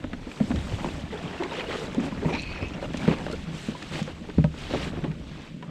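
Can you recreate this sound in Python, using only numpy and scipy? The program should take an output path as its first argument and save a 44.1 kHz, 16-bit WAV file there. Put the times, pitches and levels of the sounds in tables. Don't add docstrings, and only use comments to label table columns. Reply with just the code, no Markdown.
import sys
import numpy as np
from scipy import signal
from scipy.fft import rfft, irfft
from scipy.io import wavfile
from scipy.ndimage import uniform_filter1d

SR = 44100
rng = np.random.default_rng(int(sys.argv[2]) if len(sys.argv) > 2 else 0)


def persist_wave(psi):
    counts = np.round(np.clip(psi, -1, 1) * 32767).astype(np.int16)
    wavfile.write(sys.argv[1], SR, np.atleast_2d(counts).T)


N = 251370
TIME = np.arange(N) / SR


def amp(db):
    return 10 ** (np.asarray(db) / 20)


def unit(x):
    return x / np.sqrt(np.mean(x ** 2) + 1e-20)


def crest(x):
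    return x / (abs(x).max() + 1e-20)


def add(mix, start, sound):
    part = mix[max(round(start * SR), 0):][:len(sound)]
    part += sound[:len(part)]


def level(table, column):
    rows = np.array(table)
    return amp(np.interp(TIME, rows[:, 0], rows[:, column]))


def colour(x, points, size=4096):
    hz, db = np.transpose(points)
    log_hz = np.log(abs(np.fft.fftfreq(size, 1 / SR)) + 1)
    log_gain = np.log(amp(np.interp(log_hz, np.log(hz), db)))
    taps = np.fft.ifft(np.exp(np.conj(signal.hilbert(log_gain)))).real
    return signal.oaconvolve(x, taps[:size // 2])[:len(x)]


def wander(per_s):
    hz = np.fft.rfftfreq(N, 1 / SR)
    return unit(irfft(rfft(rng.standard_normal(N)) * np.exp(-(hz / per_s) ** 2), N))


def patchy(x, depth_db, frames, bands, size):
    spectrum = signal.stft(x, nperseg=size)[2]
    patches = uniform_filter1d(rng.standard_normal(spectrum.shape), bands, axis=0)
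    patches = uniform_filter1d(patches, frames, axis=1)
    return signal.istft(spectrum * amp(depth_db * unit(patches)), nperseg=size)[1][:N]


def grains(per_s, spread_db):
    sizes = amp(spread_db * np.minimum(rng.exponential(1, N), 4))
    return unit(np.sign(rng.standard_normal(N)) * sizes * (rng.random(N) < per_s / SR))


def burst(decay_s, size=4096):
    age = TIME[:size] / decay_s
    return rng.standard_normal(size) * np.exp(-age) * (1 - np.exp(-4 * age))


def ringing(notes):
    t = TIME[:SR // 3]
    return sum(amp(db) * np.exp(-np.log(1000) * t / fade_s) * np.cos(2 * np.pi * hz * t)
               for hz, db, fade_s in notes)


# (pitch [Hz], level [dB], time to fade by 60 dB [s])
HULL_NOTES = [(71.3, -4, 0.39), (154.6, 0.5, 0.14), (214.4, -1, 0.14), (247.4, 4, 0.14), (298.2, -7, 0.32),
              (434, -2.5, 0.072), (550, -8, 0.022), (550, 8, 0.028), (850, -14, .05), (893, -9, 0.039),
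              (1310, -32, .04), (1520, -13, 0.046)]
# (frequency [Hz], level [dB])
THUD_TONE = [(150, -3.5), (300, 8), (420, 8), (600, -5), (750, -8.5), (1200, -49), (2200, -26), (5000, -49)]
# (time [s], level [dB], pitch of the push [Hz], hardness of the landing [dB])
THUMPS = [(0.044, -34.5, 267, -22), (0.133, -33.5, 239, -9), (0.408, -16.5, 212, -10.5),
          (0.505, -22, 250, -33), (0.538, -23, 203, -17), (0.546, -29.5, 78, 1), (0.575, -29.5, 110, -5),
          (0.733, -26, 102, -32), (0.808, -34, 189, -22), (1.036, -35.5, 164, -22), (1.97, -27.5, 179, -5),
          (1.981, -23, 264, -3), (2.006, -25, 232, -24), (2.256, -20, 164, -2), (2.338, -28, 248, -20),
          (2.624, -31, 100, 0), (2.75, -33, 155, -34), (2.945, -31.5, 266, -18), (3.043, -29.5, 216, -20),
          (3.079, -15, 186, -5), (3.084, -29, 205, -5), (3.109, -20, 182, -22), (3.129, -32.5, 320, -18),
          (3.475, -33.5, 163, -18), (3.542, -31.5, 179, -4.5), (3.686, -25.5, 220, -2),
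          (3.964, -32.5, 167, -12), (4.016, -23, 188, -11.5), (4.374, -22.5, 84, -35),
          (4.383, -16, 206, -27), (4.393, -16, 152, -34), (4.443, -15.5, 158, -29), (4.749, -31, 133, 0),
          (5.034, -27, 168, -25), (5.044, -28, 290, -20), (5.079, -28, 153, -11), (5.1, -30.5, 177, -26),
          (5.312, -34, 163, -11.5), (5.625, -44, 191, -11)]

def thumps(push_db=6, slap_db=6, scuff_db=-4, scuff_s=0.023, swell_cycles=0.72):
    out, t = np.zeros(N), TIME[:SR // 3]
    ring = ringing(HULL_NOTES)
    slap = amp(slap_db) * crest(colour(ring, THUD_TONE))
    for start, db, hz, hard_db in THUMPS:
        age = t * hz / swell_cycles
        push = age * np.exp(-age) * np.sin(2 * np.pi * hz * t)
        after_ring = amp(-50.5) * signal.oaconvolve(push, ring)[:len(push)]
        add(out, start, amp(db + push_db) * crest(push + after_ring))
        add(out, start, amp(db + hard_db) * slap)
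        add(out, start, amp(db + hard_db + scuff_db) * crest(colour(burst(scuff_s), THUD_TONE)))
    return out


# (frequency [Hz], level [dB])
RATTLE_TONE = [(150, -50.5), (350, 11), (580, 7), (950, 3), (1400, -13), (2200, -17.5), (4000, -18),
               (9000, -82)]
CLACK_TONE = [(600, -22), (1500, 2.5), (2400, -6), (3500, -10), (5000, -26), (9000, -36), (14000, -55)]
# (pitch [times the lowest], level [dB], time to fade by 60 dB [s])
SPOT_NOTES = [(1, 6, 0.065), (1.62, -21.5, 0.11), (2.15, -12, 0.096), (2.6, -4.5, 0.017)]
# (time [s], level [dB], treble [dB], rattle fade [s], hull ring [dB], spot pitch [Hz], spot ring [dB])
KNOCKS = [(0.041, -30.5, 0.5, 0.0039, 4.5, 609, -2.5), (0.1325, -33.5, 8.5, 0.0038, -28, 677, -5),
          (0.269, -38.5, -18, 0.0039, 13, 490, 4), (0.402, -36.5, 0, 0.0022, -10, 638, 11),
          (0.504, -29.5, -3, 0.007, -5, 690, -4), (0.515, -26, 1, 0.0067, -18, 560, -12),
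          (0.8443, -20, -21, 0.0013, -4.5, 795, -19), (0.859, -26, -15, 0.0038, -2, 514, -7),
          (0.997, -37, -10, 0.0024, -9, 590, -4), (1.346, -39, -14, 0.0039, -10, 680, 3),
          (1.422, -24, -8, 0.0021, -2.5, 880, -8), (1.519, -30, -18, 0.016, -17, 930, 0),
          (1.606, -34, 7, 0.004, -21, 953, 3), (1.946, -28.5, -15, 0.0022, -14, 855, -6.5),
          (2.124, -44, -15, 0.004, -15, 996, 7.5), (2.227, -37, -22, 0.0045, 13, 408, 11),
          (2.248, -28, -9, 0.005, 4, 925, -0.5), (2.29, -23.5, -10, 0.011, -4, 973, -4),
          (2.326, -37.5, -13, 0.0067, -14, 765, 11.5), (2.348, -37.5, -15, 0.0051, -16, 915, 11),
          (2.628, -33, 2, 0.0074, -12, 1130, -8), (2.826, -31, -8, 0.003, -14, 566, 7),
          (2.841, -32, -6, 0.0067, -18, 610, 2.5), (2.9415, -26, -3, 0.003, -12, 626, -8),
          (3.078, -18.5, -7, 0.01, -4, 442, 2), (3.123, -32, 2, 0.0066, -11, 397, 8),
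          (3.202, -39, -15, 0.004, -11, 757, 7), (3.265, -27, -1, 0.0033, -1, 600, -1),
          (3.281, -28.5, -9, 0.0022, -8, 1175, -10), (3.299, -31, -12, 0.0047, 5, 618, 4.5),
          (3.361, -44, 1, 0.0022, -12, 1500, -13), (3.75, -35, -16, 0.0045, -22, 987, 3.5),
          (3.993, -33, -8, 0.0033, -15, 796, 0.5), (4.076, -37, 6, 0.014, -1, 505, 8),
          (4.092, -40, -10, 0.0026, 4, 600, 0), (4.288, -34, -16, 0.0034, 0, 415, 4.5),
          (4.298, -35, 4, 0.0012, 4, 1200, -12), (4.3835, -27, -7, 0.0086, 14, 598, -2),
          (4.442, -23.5, -9, 0.0076, -7, 592, 1.5), (4.541, -37, -1, 0.003, 2, 513, -7),
          (4.707, -30.5, -8, 0.0036, 3, 515, 3), (4.736, -22, -24, 0.011, 3, 618, 0.5),
          (4.747, -27.5, -26, 0.012, 6.5, 894, -6), (4.931, -34, -14, 0.003, 4, 470, 0),
          (5.04, -27, -1.5, 0.019, -14, 411, -1), (5.114, -43, 4, 0.002, -5, 1500, -11),
          (5.626, -35.5, 3.5, 0.0082, -1, 988, -1)]

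def knocks(rattle_db=1, clack_db=-4, clack_s=0.0045, contact_s=0.00022):
    out = np.zeros(N)
    ring = crest(colour(ringing(HULL_NOTES), THUD_TONE))
    click = crest(colour(signal.unit_impulse(len(ring)), CLACK_TONE))
    for start, db, treble_db, rattle_s, hull_db, spot_hz, spot_db in KNOCKS:
        spot = ringing([(spot_hz * ratio, note_db, fade_s) for ratio, note_db, fade_s in SPOT_NOTES])
        fade_in = 1 - np.exp(-TIME[:len(spot)] / contact_s)
        add(out, start, amp(db + rattle_db) * crest(colour(burst(rattle_s), RATTLE_TONE)))
        add(out, start, amp(db + hull_db) * ring)
        add(out, start, amp(db + treble_db) * click)
        add(out, start, amp(db + treble_db + clack_db) * crest(colour(burst(clack_s), CLACK_TONE)))
        add(out, start, amp(db + spot_db) * crest(spot * fade_in))
    return out


# (time [s], length [s], slips [per second], level [dB])
CREAKS = [(1.118, 0.054, 414, -35), (1.398, 0.025, 367, -27.5), (1.429, 0.042, 355, -32.5),
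          (2.042, 0.059, 270, -33.5), (2.224, 0.026, 404, -34), (2.293, 0.032, 410, -33.5),
          (4.968, 0.031, 370, -35)]

def creaks(jitter=0.065, db_per_octave=-11):
    out = np.zeros(N)
    unsteady = 1 + jitter * wander(77)
    for start, length, slips, db in CREAKS:
        cycles = np.cumsum(slips * unsteady[round(start * SR):][:round(length * SR)]) / SR
        buzz = sum(amp(db_per_octave * np.log2(k)) * np.sin(2 * np.pi * k * cycles) for k in range(1, 7))
        add(out, start, amp(db) * unit(buzz) * signal.windows.tukey(len(cycles), 0.5))
    return out


# (frequency [Hz], level [dB])
RUB_TONE = [(70, -15), (120, 0.5), (155, 10.5), (200, 7), (290, 2), (400, -9.5), (600, -10.5),
            (1200, -64.5)]
# (time [s], rubbing [dB], sway and wind at the microphone [dB])
SHIFTING = [(0.0, -47.5, -45), (0.22, -41, -42), (0.35, -52, -57), (0.46, -33, -45), (0.65, -41.5, -41),
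            (0.95, -39.5, -42.5), (1.4, -43, -52), (2.1, -37.5, -45.5), (2.49, -43, -40),
            (2.79, -37.5, -42.5), (3.16, -40, -46), (3.3, -38, -41.5), (3.78, -45, -55), (3.97, -40, -43),
            (4.14, -48, -49), (4.3, -42.5, -47), (4.52, -43, -43.5), (4.68, -44.5, -41.5), (4.94, -37, -42),
            (5.44, -46, -51.5), (5.7, -44.5, -60)]

def rubbing(rub_db=2, clump_db=2):
    slips = grains(per_s=500, spread_db=1.5) * amp(clump_db * wander(12))
    return amp(rub_db) * level(SHIFTING, column=1) * unit(colour(slips, RUB_TONE))


def sweep(start, length, arch=0.15, rise_s=0.029, fade_s=0.011):
    age = TIME - start
    bulge = 1 + arch * (np.sin(np.pi * np.clip(age / length, 0, 1)) - 2 / np.pi)
    return bulge * np.clip(age / rise_s, 0, 1) * np.exp(-np.maximum(age - length, 0) / fade_s)


# (time [s], crumpling [dB], sliding [dB])
STIRRING = [(0.0, -51, -51), (0.67, -46, -43), (1.19, -42.5, -46.5), (1.63, -37.5, -42), (2.0, -41, -45),
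            (2.28, -41.5, -45), (2.48, -44, -46), (2.78, -42.5, -47), (2.89, -46.5, -46.5),
            (2.97, -42.5, -41), (3.16, -39.5, -43), (3.37, -48, -43), (3.46, -46, -46), (3.62, -47, -44.5),
            (3.92, -48, -41), (4.13, -50.5, -49), (4.42, -54, -47.5), (4.5, -55, -50), (4.62, -47, -41.5),
            (4.76, -36.5, -49), (4.86, -39, -47), (4.92, -43, -49), (4.98, -41.5, -46), (5.1, -49, -50.5),
            (5.2, -56.5, -50), (5.58, -62, -53), (5.7, -45.5, -54)]
# (time [s], length [s], crumpling [dB], sliding [dB], fizz compared with sliding [dB])
SWEEPS = [(0.275, 0.74, -49.5, -60.5, 2.5), (0.433, 0.44, -58, -60.5, -1), (0.694, 0.26, -46, -53, -9),
          (1.097, 0.32, -49, -50.5, -14), (1.492, 0.076, -41, -43.5, -27), (1.55, 0.058, -39.5, -41.5, -21),
          (1.669, 0.12, -40, -42, -15), (1.75, 0.11, -55, -47.5, -6.5), (2.009, 0.06, -41, -47.5, -6),
          (2.238, 0.076, -40, -56, -1), (2.313, 0.063, -34, -46, -22), (2.484, 0.15, -42.5, -56, -32),
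          (2.794, 0.066, -41.5, -48.5, -12), (2.981, 0.16, -39, -45.5, -14), (3.07, 0.065, -40.5, -59, -15),
          (3.133, 0.24, -57, -58, -11), (3.52, 0.19, -51, -48.5, -6), (3.81, 0.024, -37, -55, -15),
          (3.907, 0.1, -39, -40, -12), (3.984, 0.14, -49.5, -49, -15), (4.557, 0.32, -49.5, -44.5, -16.5),
          (4.688, 0.16, -50, -41.5, -18), (4.8, 0.056, -40, -42, -13), (4.84, 0.055, -47, -47, -9),
          (5.246, 0.25, -52, -52.5, -23)]

def jacket():
    crumple_power = (amp(-1.5) * level(STIRRING, column=1)) ** 2
    slide_power = (amp(-4.5) * level(STIRRING, column=2)) ** 2
    fizz_power = amp(-12) ** 2 * slide_power
    for start, length, crumple_db, slide_db, fizz_db in SWEEPS:
        speed = sweep(start, length)
        crumple_power += (amp(crumple_db) * speed) ** 2
        slide_power += (amp(slide_db) * speed) ** 2
        fizz_power += (amp(slide_db + fizz_db) * speed) ** 2
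    folds = np.sqrt(crumple_power) * (crumpling() + faint_crinkles())
    return folds + swishing(np.sqrt(slide_power), np.sqrt(fizz_power))


# (frequency [Hz], level [dB])
CRUMPLE_TONE = [(150, -5.5), (300, 8.5), (500, 5), (900, 2), (1400, -5.5), (2400, -6), (3400, -18),
                (5000, -52), (9000, -51)]

def crumpling(crumple_db=1.5, clump_db=2, hiss=0.84):
    clicks = grains(per_s=980, spread_db=-1) + hiss * rng.standard_normal(N)
    clumps = colour(clicks * amp(clump_db * wander(33)), CRUMPLE_TONE)
    return amp(crumple_db) * unit(patchy(clumps, depth_db=1.5, frames=4, bands=3, size=512))


def threads(grit, per_s, spread_db, flutter_db):
    catches = rng.standard_normal(N) + grit * grains(per_s, spread_db)
    catches *= amp(flutter_db * wander(67))
    return patchy(catches, depth_db=2.1, frames=5, bands=3, size=256)


# (frequency [Hz], level [dB])
SWISH_TONE = [(400, -30), (1200, -2), (2000, -0.5), (2900, 2), (3800, -1), (5000, -9), (7000, -16),
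              (12000, -34)]
FIZZ_TONE = [(2500, -35), (4200, 4.5), (5200, 4), (6600, 2), (7900, 3.5), (9000, -5), (10000, -11),
             (12500, -12.5), (15500, -33)]

def swishing(swish_volume, fizz_volume, fizz_db=1):
    swish = unit(colour(threads(grit=0.67, per_s=1200, spread_db=3, flutter_db=-0.3), SWISH_TONE))
    fizz = unit(colour(threads(grit=0.21, per_s=900, spread_db=6.5, flutter_db=0.74), FIZZ_TONE))
    return swish_volume * swish + amp(fizz_db) * fizz_volume * fizz


# (frequency [Hz], level [dB])
BRUSH_TONE = [(150, -12), (300, 7), (490, 18), (620, -6.5), (760, -37), (915, -31), (1150, -48), (1390, 3),
              (2200, -39)]
# (time [s], length [s], level [dB])
BRUSHES = [(1.495, 0.29, -36), (1.786, 0.11, -35.5), (2.313, 0.062, -50), (2.82, 0.016, -53),
           (3.045, 0.037, -32), (3.292, 0.05, -32.5), (3.123, 0.03, -47), (4.81, 0.082, -49)]

def brushes(brush_db=-1, clump_db=2):
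    volume = sum(amp(db) * sweep(start, length) for start, length, db in BRUSHES)
    catches = grains(per_s=970, spread_db=-6.5) * amp(clump_db * wander(45))
    scrape = patchy(colour(catches, BRUSH_TONE), depth_db=5.5, frames=4, bands=2, size=1024)
    return amp(brush_db) * volume * unit(scrape)


# (time [s], level [dB], brightness [dB], fade [s])
SNAPS = [(0.314, -28, -28, 0.0044), (0.5578, -26.5, -20, 0.0041), (1.229, -37, -8, .002),
         (1.434, -25.5, -21, .003), (1.597, -29, -22, .003), (1.606, -27, -39, 0.0072),
         (1.713, -28, -17, .002), (1.927, -40, -2, 0.0017), (1.946, -33.5, 14, 0.0018),
         (2.002, -33, -8, 0.0055), (2.0557, -35, -12, 0.0059), (2.338, -23, -22, 0.0034),
         (2.35, -24, -32, .003), (2.418, -36, 6, 0.0067), (2.683, -39, -8, 0.004), (2.935, -32, -20, .002),
         (2.971, -26, -9, 0.0046), (3.107, -32, -32, 0.0059), (3.185, -31, -16, .002),
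         (3.313, -29, -14, 0.0033), (3.324, -33, -2, .004), (3.765, -38, -28, 0.0024),
         (3.825, -27.5, -20, 0.0031), (3.936, -28, -20, .002), (3.946, -37, -27, .003),
         (4.027, -31, -4, 0.0036), (4.272, -53, -11, 0.0017), (4.298, -33.5, -32, .001),
         (4.4417, -26, -28, 0.00063), (5.114, -35, -25, 0.0038), (5.417, -40, -14, 0.0064),
         (5.475, -37.5, -42, 0.0032)]

def snaps(mid_hz=2440):
    out = np.zeros(N)
    for start, db, bright_db, decay_s in SNAPS:
        tone = [(mid_hz / 6, -20), (mid_hz / 2, -6), (mid_hz, 0),
                (7500, bright_db), (15000, bright_db - 34)]
        add(out, start, amp(db) * crest(colour(burst(decay_s), tone)))
    return out


def fold_pop(hz, swell_s, rise_per_s=6.1):
    t = TIME[:SR // 30]
    age = t / swell_s
    return crest(age * np.exp(-age) * np.sin(2 * np.pi * hz * t * (1 + rise_per_s * t / 2)))


# (time [s], starting pitch [Hz], level [dB])
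CRINKLES = [(0.588, 3720, -36.5), (0.886, 2610, -35), (0.995, 3020, -38), (1.076, 1760, -41),
            (1.107, 1930, -40), (1.128, 1950, -35), (1.175, 3370, -38), (1.278, 3120, -36.5),
            (1.332, 1920, -35), (1.379, 2700, -36), (1.391, 2590, -36), (1.434, 3920, -35.5),
            (1.443, 2130, -35), (1.49, 1520, -38), (1.51, 3700, -35), (1.537, 3120, -37), (1.56, 2700, -39),
            (1.584, 3400, -35), (1.595, 3050, -33), (1.606, 2400, -32), (1.639, 2950, -39),
            (1.67, 2800, -34), (1.693, 1920, -33), (1.717, 2160, -33), (1.729, 3050, -41),
            (1.732, 1250, -29), (1.843, 1900, -38), (1.868, 3860, -39), (1.996, 2470, -40),
            (2.19, 1880, -39), (2.623, 4960, -43), (2.742, 5400, -48), (3.11, 2630, -30),
            (3.326, 4230, -38)]

def close_crinkles():
    out = np.zeros(N)
    for start, hz, db in CRINKLES:
        add(out, start, amp(db) * fold_pop(hz, swell_s=0.0016))
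    return out


def faint_crinkles(level_db=-8, low_hz=1100, high_hz=3700, sizes=24, swell_cycles=1.3):
    pops = np.zeros(N)
    for hz in np.geomspace(low_hz, high_hz, sizes):
        ticks = signal.oaconvolve(grains(per_s=3.5, spread_db=0), fold_pop(hz, swell_cycles / hz))
        pops += ticks[:N] / hz ** 0.17
    return amp(level_db) * unit(pops)


def rasp(pulses_per_s=200, jitter=0.3, drop_db=12):
    cycles = np.cumsum(pulses_per_s * (1 + jitter * wander(151))) / SR
    return unit(uniform_filter1d(amp(-drop_db * (cycles % 1)), size=12))


def noise_band(noise, hz, width_hz):
    turn = np.exp(2j * np.pi * np.cumsum(hz) / SR)
    decay = np.exp(-np.pi * width_hz / SR)
    narrowed = signal.lfilter([(1 - decay) ** 2], [1, -2 * decay, decay * decay], noise / turn)
    return unit((turn * narrowed).real)


# (time [s], length [s], pitch [Hz], level [dB],
#  upper pitch [Hz], upper tone [dB], hiss pitch [Hz], hiss [dB])
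WHISTLE = [(2.291, 0.033, 2330, -43, 4000, -23, 5900, -13),
           (2.319, 0.0554, 2443, -37.5, 4000, -8, 5600, -14.5),
           (2.364, 0.057, 2477, -40, 4150, -2, 5700, -14), (2.413, 0.045, 2560, -41.5, 4350, -6, 5630, -27),
           (2.451, 0.039, 2450, -43, 4370, -7, 5400, -23),
           (2.48, 0.062, 2540, -42.5, 4470, -6.5, 5400, -23),
           (2.536, 0.064, 2500, -43.5, 4440, -11, 5200, -13),
           (2.598, 0.076, 2530, -41.5, 4370, -17, 5000, -18),
           (2.654, 0.05, 2600, -47, 4400, -24, 6200, -14),
           (2.732, 0.024, 2830, -46.5, 4400, -20, 5600, -11)]

def whistle(waver=0.0235, rise_hz_per_s=1280, hoarse_db=-3, second_ratio=0.9, second_db=-8):
    out, roughness = np.zeros(N), rasp()
    unsteady = 1 + waver * np.array([wander(116), wander(110)])
    for start, length, hz, db, upper_hz, upper_db, hiss_hz, hiss_db in WHISTLE:
        t = TIME[:round(length * SR)]
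        rise = rise_hz_per_s * (t - length / 2)
        noise = rng.standard_normal(len(t))
        pitches = (hz + rise) * unsteady[:, round(start * SR):][:, :len(t)]
        first, second = 2 * np.pi * np.cumsum(pitches, axis=1) / SR
        notes = unit(np.sin(first) + amp(second_db) * np.sin(second_ratio * second))
        hoarse = amp(hoarse_db) * noise_band(noise, hz + rise, width_hz=650)
        upper = amp(upper_db) * noise_band(noise, upper_hz + rise, width_hz=480)
        hiss = amp(hiss_db) * noise_band(noise, hiss_hz + rise, width_hz=800)
        add(out, start, amp(db) * (notes + hoarse + upper + hiss) * signal.windows.tukey(len(t), 0.5))
    return out * roughness


# (frequency [Hz], level [dB])
AIR_TONE = [(35, -3), (60, 23), (190, 2), (399, -26), (551, -18), (895, -52), (3660, -29), (5180, -34),
            (7500, -33), (12800, -63), (15000, -88)]
WIND_TONE = [(10, -24), (25, 3), (48, 0.5), (78, 5.5), (110, -0.5), (200, -36), (500, -56)]

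def shore(air_db=-71, wind_db=2):
    air = unit(colour(rng.standard_normal(N), AIR_TONE))
    wind = unit(colour(rng.standard_normal(N), WIND_TONE, size=16384))
    return amp(air_db) * air + amp(wind_db) * level(SHIFTING, column=2) * wind


def scene():
    boat = thumps() + knocks() + creaks() + rubbing()
    clothes = jacket() + brushes() + snaps() + close_crinkles()
    return (boat + clothes + whistle() + shore())[None]


# (frequency [Hz], level [dB])
CASE_TONE = [(20, 0.5), (8000, -0.5), (11000, -1.5), (13500, -3.5), (15500, -26)]

def record(dry, cutoff_hz=15600):
    dulled = colour(dry[0], CASE_TONE)
    low_pass = signal.firwin(511, cutoff_hz, window=("kaiser", 9), fs=SR)
    return signal.oaconvolve(dulled, low_pass, "same")[None]


dry = scene()
out = record(dry)
persist_wave(out)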